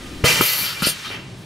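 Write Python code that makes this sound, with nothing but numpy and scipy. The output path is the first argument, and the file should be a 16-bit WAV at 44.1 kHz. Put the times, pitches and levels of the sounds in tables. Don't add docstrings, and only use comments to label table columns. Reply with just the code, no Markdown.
import sys
import numpy as np
from scipy import signal
from scipy.fft import rfft, irfft
from scipy.io import wavfile
from scipy.ndimage import uniform_filter1d

SR = 44100
rng = np.random.default_rng(int(sys.argv[2]) if len(sys.argv) > 2 else 0)


def bounce(signal):
    frames = np.transpose(np.atleast_2d(signal))
    limited = np.clip(frames, -1, 1)
    pcm = np.round(limited * 32767).astype(np.int16)
    wavfile.write(sys.argv[1], SR, pcm)


def invert_db(level):
    return 10 ** (np.asarray(level, dtype=float) / 20)


N = 63945
T = np.arange(N) / SR

# (sag while open [dB/s],
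# fall once shut [dB/s], left over right [dB], treble build-up time [s], sputter [dB rms])
PORTS = [(42.2, 49, -0.5, 0.0076, 0.67), (29, 222, 4, 0.0007, 0.7), (32.4, 400, 2.5, 0.0014, 1),
         (150, 796, 1.5, 0.0012, 2), (8, 247, 1.5, .005, 1.4), (48, 159, -1, 0.0054, 1.5)]


def unit(x):
    return x / np.sqrt(np.mean(x ** 2))


def noise():
    return rng.standard_normal(N)


def shape(x, table):
    hz, db = np.array(table, float).T
    f = np.fft.rfftfreq(len(x), 1 / SR) + 1e-3
    gain_db = np.interp(np.log(f), np.log(hz), db, left=-90, right=-90)
    return irfft(rfft(x) * invert_db(gain_db), len(x))


def curve(table, fade):
    t, db = np.array(table, float).T
    return invert_db(uniform_filter1d(np.interp(T, t, db), int(fade * SR) + 1))


def walk(hz):
    window = int(SR / hz)
    return unit(uniform_filter1d(uniform_filter1d(noise(), window), window))


def ring(hz, width):
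    f = np.fft.rfftfreq(N, 1 / SR)
    response = 1 / (1 + 2j * (f - hz) / width)
    return unit(irfft(rfft(noise()) * response, N))


def modes(table):
    t = T[:SR // 2]
    return sum(invert_db(db) * np.sin(2 * np.pi * hz * t) * np.exp(-np.log(1000) * t / t60)
               for hz, db, t60 in table)


def clunks():
    # (time [s], level of the pop before its edge and ring [dB], starting pitch [Hz], length [cycles])
    strokes = [(.217, -40, 198, 2.8), (.2374, -9.5, 105, 1.25), (0.2426, -6, 515, 0.85),
               (.392, -22, 232, 5.7), (.4099, -8, 510, 1.2), (.8222, -16, 420, 2.1),
               (.8698, -14.5, 400, 1.1), (1.193, -30, 210, 0.83)]
    # (frequency [Hz], relative level [dB], time to fall 60 dB [s])
    frame_modes = [(127, 0.5, 0.54), (155, -5, 0.53), (268, 1, 0.175), (356, -26, 0.17), (492, 3.5, 0.21),
                   (643.6, 3.5, 0.3)]
    spring_hz, slide_s = 157.3, 0.0018
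    pop_edge = 1.6
    ring_db, ring_law = 2, 1.8
    t = T[:SR // 2]
    frame = modes(frame_modes)
    frame = frame / abs(frame).max()
    out = np.zeros(N + SR)
    for start, db, hz, cycles in strokes:
        rest_hz = min(hz, spring_hz)
        turns = rest_hz * t + (hz - rest_hz) * slide_s * (1 - np.exp(-t / slide_s))
        progress = np.minimum(turns / cycles, 1)
        envelope = np.sin(np.pi * progress ** 0.82) ** 0.5
        pop = np.tanh(pop_edge * np.sin(2 * np.pi * turns)) * envelope
        frame_ring = invert_db(ring_db) * (100 / hz) ** ring_law * progress * frame
        out[int(start * SR):][:len(t)] -= invert_db(db) * (pop + frame_ring)
    return out[:N]


def knocks():
    # (time [s], level before choking [dB peak], pitch [Hz])
    impacts = [(.2385, -23, 1200), (.4099, -3.5, 1270), (.4212, -17, 1700), (.549, -24, 1500),
               (.82225, -10.5, 1450), (.8322, -17, 1500), (.8703, -17, 630)]
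    # (multiple of its pitch, relative level [dB], time to fall 60 dB [cycles of the mode's
    knock_modes = [(1.0, 0, 24), (1.72, -6, 22)]
    choke_cycles = 2.6
    t = T[:SR // 2]
    out = np.zeros(N + SR)
    for start, db, hz in impacts:
        knock = modes([(k * hz, mode_db, cycles / (k * hz)) for k, mode_db, cycles in knock_modes])
        choke = np.exp(-(t * hz / choke_cycles) ** 4)
        out[int(start * SR):][:len(t)] -= invert_db(db) * choke * knock / abs(knock).max()
    return out[:N]


def flow(bursts, sag, fall):
    power = 0
    for start, rise, db, hold in bursts:
        opening = np.clip((T - start) / rise, 0, 1)
        sag_db = sag * np.clip(T - start, 0, hold)
        fall_db = fall * np.maximum(T - start - hold, 0)
        power = power + (opening * invert_db(db - sag_db - fall_db)) ** 2
    return np.sqrt(power)


def jet(colour, rings, gain, lag, sputter_db):
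    wander_db, wander_hz = 3.5, 22
    sputter_hz, bass_law = 140, 0.45
    hiss = unit(shape(noise(), colour))
    resonances = sum(invert_db(db) * unit(ring(hz, width) * invert_db(wander_db * walk(wander_hz)))
                     for hz, width, db in rings)
    hiss = unit(hiss + resonances)
    low = signal.sosfilt(signal.butter(2, 3300, fs=SR, output="sos"), hiss)
    high = hiss - low
    bass = signal.sosfilt(signal.butter(2, 900, fs=SR, output="sos"), low)
    low = low - bass * (1 - (gain / gain.max()) ** bass_law)
    k = 1 / (lag * SR)
    late_gain = np.minimum(gain, signal.lfilter([k], [1, k - 1], gain))
    low = low * gain * invert_db(sputter_db * walk(sputter_hz))
    return low + high * late_gain * invert_db(sputter_db * walk(sputter_hz))


def port(bursts, colour, rings, settings):
    sag, fall, pan_db, lag, sputter_db = settings
    air = jet(colour, rings, flow(bursts, sag, fall), lag, sputter_db)
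    return air * invert_db(np.array([[pan_db], [-pan_db]]) / 2)




def muffler():
    bursts, colour, rings = [(.2385, 0.0016, -15, 0.86)], [(200, -15), (420, -2.5), (800, -2), (1500, 0.5),
                                                     (2000, -0.5), (2900, -0.5), (3500, 0), (4700, 0),
                                                     (6000, -2), (13900, -9), (15700, -14)], [(2015, 85, -13),
                                                                             (2168, 64, -15),
                                                                             (2360, 70, -9.5),
                                                                             (2585, 38, -13),
                                                                             (2815, 61, -11.5)]
    return port(bursts, colour, rings, PORTS[0])


def nozzle():
    bursts, colour, rings = [(.410, 0.002, -20, 0.245)], [(1500, -16), (3000, -6.5), (4500, -0.5), (5500, -9),
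                                                    (9300, -8.5), (10100, -13), (10600, -3), (11300, 1.5),
                                                    (12300, 4.5), (13400, -6), (14200, -2), (15700, -5.5)], [(10040, 200, -14),
                                                                           (4470, 340, -15)]
    return port(bursts, colour, rings, PORTS[1])


def return_port():
    bursts, colour, rings = [(.635, 0.0057, -29, 0.095), (.78, 0.018, -34.5, 0.051),
                             (.825, 0.0038, -20, 0.06)], [(290, -52), (500, -14), (737, -11.5), (1410, 1.5),
                                                    (2200, 0.5), (2890, 4), (4850, 7.5), (6020, -5.5),
                                                    (9280, -9.5), (14100, -6), (15600, -34)], [(1395, 37, -14.5),
                                                                           (2820, 90, -21), (4560, 85, -11)]
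    return port(bursts, colour, rings, PORTS[2])


def vent():
    bursts, colour, rings = [(.817, 0.003, -24.5, 0.018), (.856, 0.0091, -21, 0.011),
                             (.869, .002, -22.5, .013), (.885, 0.0018, -17.5, 0.02)], [(4000, -12), (7000, -6.5), (9300, -22), (10200, -6),
                                                  (11100, -3), (13000, -6), (15700, -15)], [(9300, 720, 2.5), (10900, 350, -3)]
    return port(bursts, colour, rings, PORTS[3])


def sigh():
    bursts, colour, rings = [(1.015, 0.03, -33, 0.052)], [(590, -13), (1000, -5), (1300, 2), (1840, -4), (2230, -3),
                                                  (3750, -1.5), (5600, -7.5), (9500, -36), (15600, -23)], [(3700, 340, -4), (9470, 150, -18.5)]
    return port(bursts, colour, rings, PORTS[4])


def settle():
    bursts, colour = [(1.098, 0.0066, -32.5, 0.052)], [(240, -22), (400, 0.5), (624, -12.5), (785, -4.5), (988, -9),
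                                             (2800, -3.5), (3520, -11), (5410, -16), (15600, -59)]
    return port(bursts, colour, [], PORTS[5])


def echo(x, t60):
    tail = rng.standard_normal(SR // 2) * np.exp(-np.log(1000) * T[:SR // 2] / t60)
    return signal.fftconvolve(x, tail / np.sqrt(np.sum(tail ** 2)))[:N]


def room(near):
    # (frequency [Hz], gain [dB])
    room_colour = [(20, -25), (300, 0), (3000, 3.5), (16000, -2.5)]
    return invert_db(-8) * shape(echo(near.mean(axis=0), 0.12), room_colour)


def scatter(both):
    # (frequency [Hz], side over middle [dB])
    spread = [(25, -23), (200, -18.5), (500, -13), (1000, -8.5), (2000, -6), (3200, 3), (3700, -16),
              (4200, -15.5), (16000, -37)]
    side = shape(echo(both.mean(axis=0), 0.058), spread)
    return side * np.array([[1], [-1]])


def rumble():
    # (time [s], level [dB])
    rumble_level = [(0, -46.5), (.22, -41.5), (.38, -30), (.5, -50), (.61, -35), (.7, -44), (.9, -36),
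                    (.96, -44.5), (1.06, -44.5), (1.08, -37.5), (1.45, -38)]
    # (frequency [Hz], relative level [dB])
    rumble_colour = [(15, -41), (25, -17), (65, -15.5), (97, -8), (135, -2), (177, -9.5), (362, -12),
                     (484, -22), (588, -20.5), (1200, -26), (1560, -65), (2640, -120)]
    # (frequency [Hz], width [Hz], level against the noise [dB])
    hum_bands = [(116.3, 19, -4), (184.7, 22, -6.5)]
    hum = sum(invert_db(db) * ring(hz, width) for hz, width, db in hum_bands)
    body = unit(unit(shape(noise(), rumble_colour)) + hum)
    throb = invert_db(0.41 * walk(20))
    return body * throb * curve(rumble_level, 0.01)


def wobble():
    # (frequency [Hz], width [Hz], level while held [dB])
    tones = [(47.7, 64, -40), (255, 150, -38.5)]
    decay_db = 300 * np.maximum(T - 0.32, 0)
    return sum(ring(hz, width) * invert_db(db - decay_db) for hz, width, db in tones)


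def leak():
    # (time [s], level of the hiss [dB])
    leak_level = [(0, -40.5), (.23, -42), (1.0, -35), (1.2, -46), (1.3, -46), (1.45, -48)]
    # (frequency [Hz], relative level [dB])
    leak_colour = [(400, -8), (855, -16), (1290, -4), (2500, -3), (3990, -5), (5450, -8.5), (6250, -11),
                   (9000, -14.5), (15700, -47)]
    whine = invert_db(-10 - 23 * T) * ring(1219, 6.9)
    return (unit(shape(noise(), leak_colour)) + whine) * curve(leak_level, 0.01)


def fizz():
    # (time [s], level [dB])
    fizz_level = [(0, -56), (1.15, -51.5), (1.22, -75), (1.34, -71), (1.39, -57.5), (1.45, -60)]
    hiss = unit(shape(noise(), [(5000, -20), (9300, 3), (15700, -7)]))
    return hiss * curve(fizz_level, 0.02)


def scene():
    air = muffler() + nozzle() + return_port() + vent() + sigh() + settle()
    near = clunks() + knocks() + air
    background = rumble() + wobble() + leak() + fizz()
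    both = near + room(near) + background
    return both + scatter(both)


def top_cut(x):
    return signal.sosfilt(signal.butter(12, 15720, fs=SR, output="sos"), x)


def record(dry):
    low_pass = signal.ellip(10, 0.2, 80, 15700, fs=SR, output="sos")
    cut = signal.sosfilt(low_pass, dry)
    return top_cut(np.clip(cut, -1, 1))


dry = scene()
out = record(dry)
bounce(out)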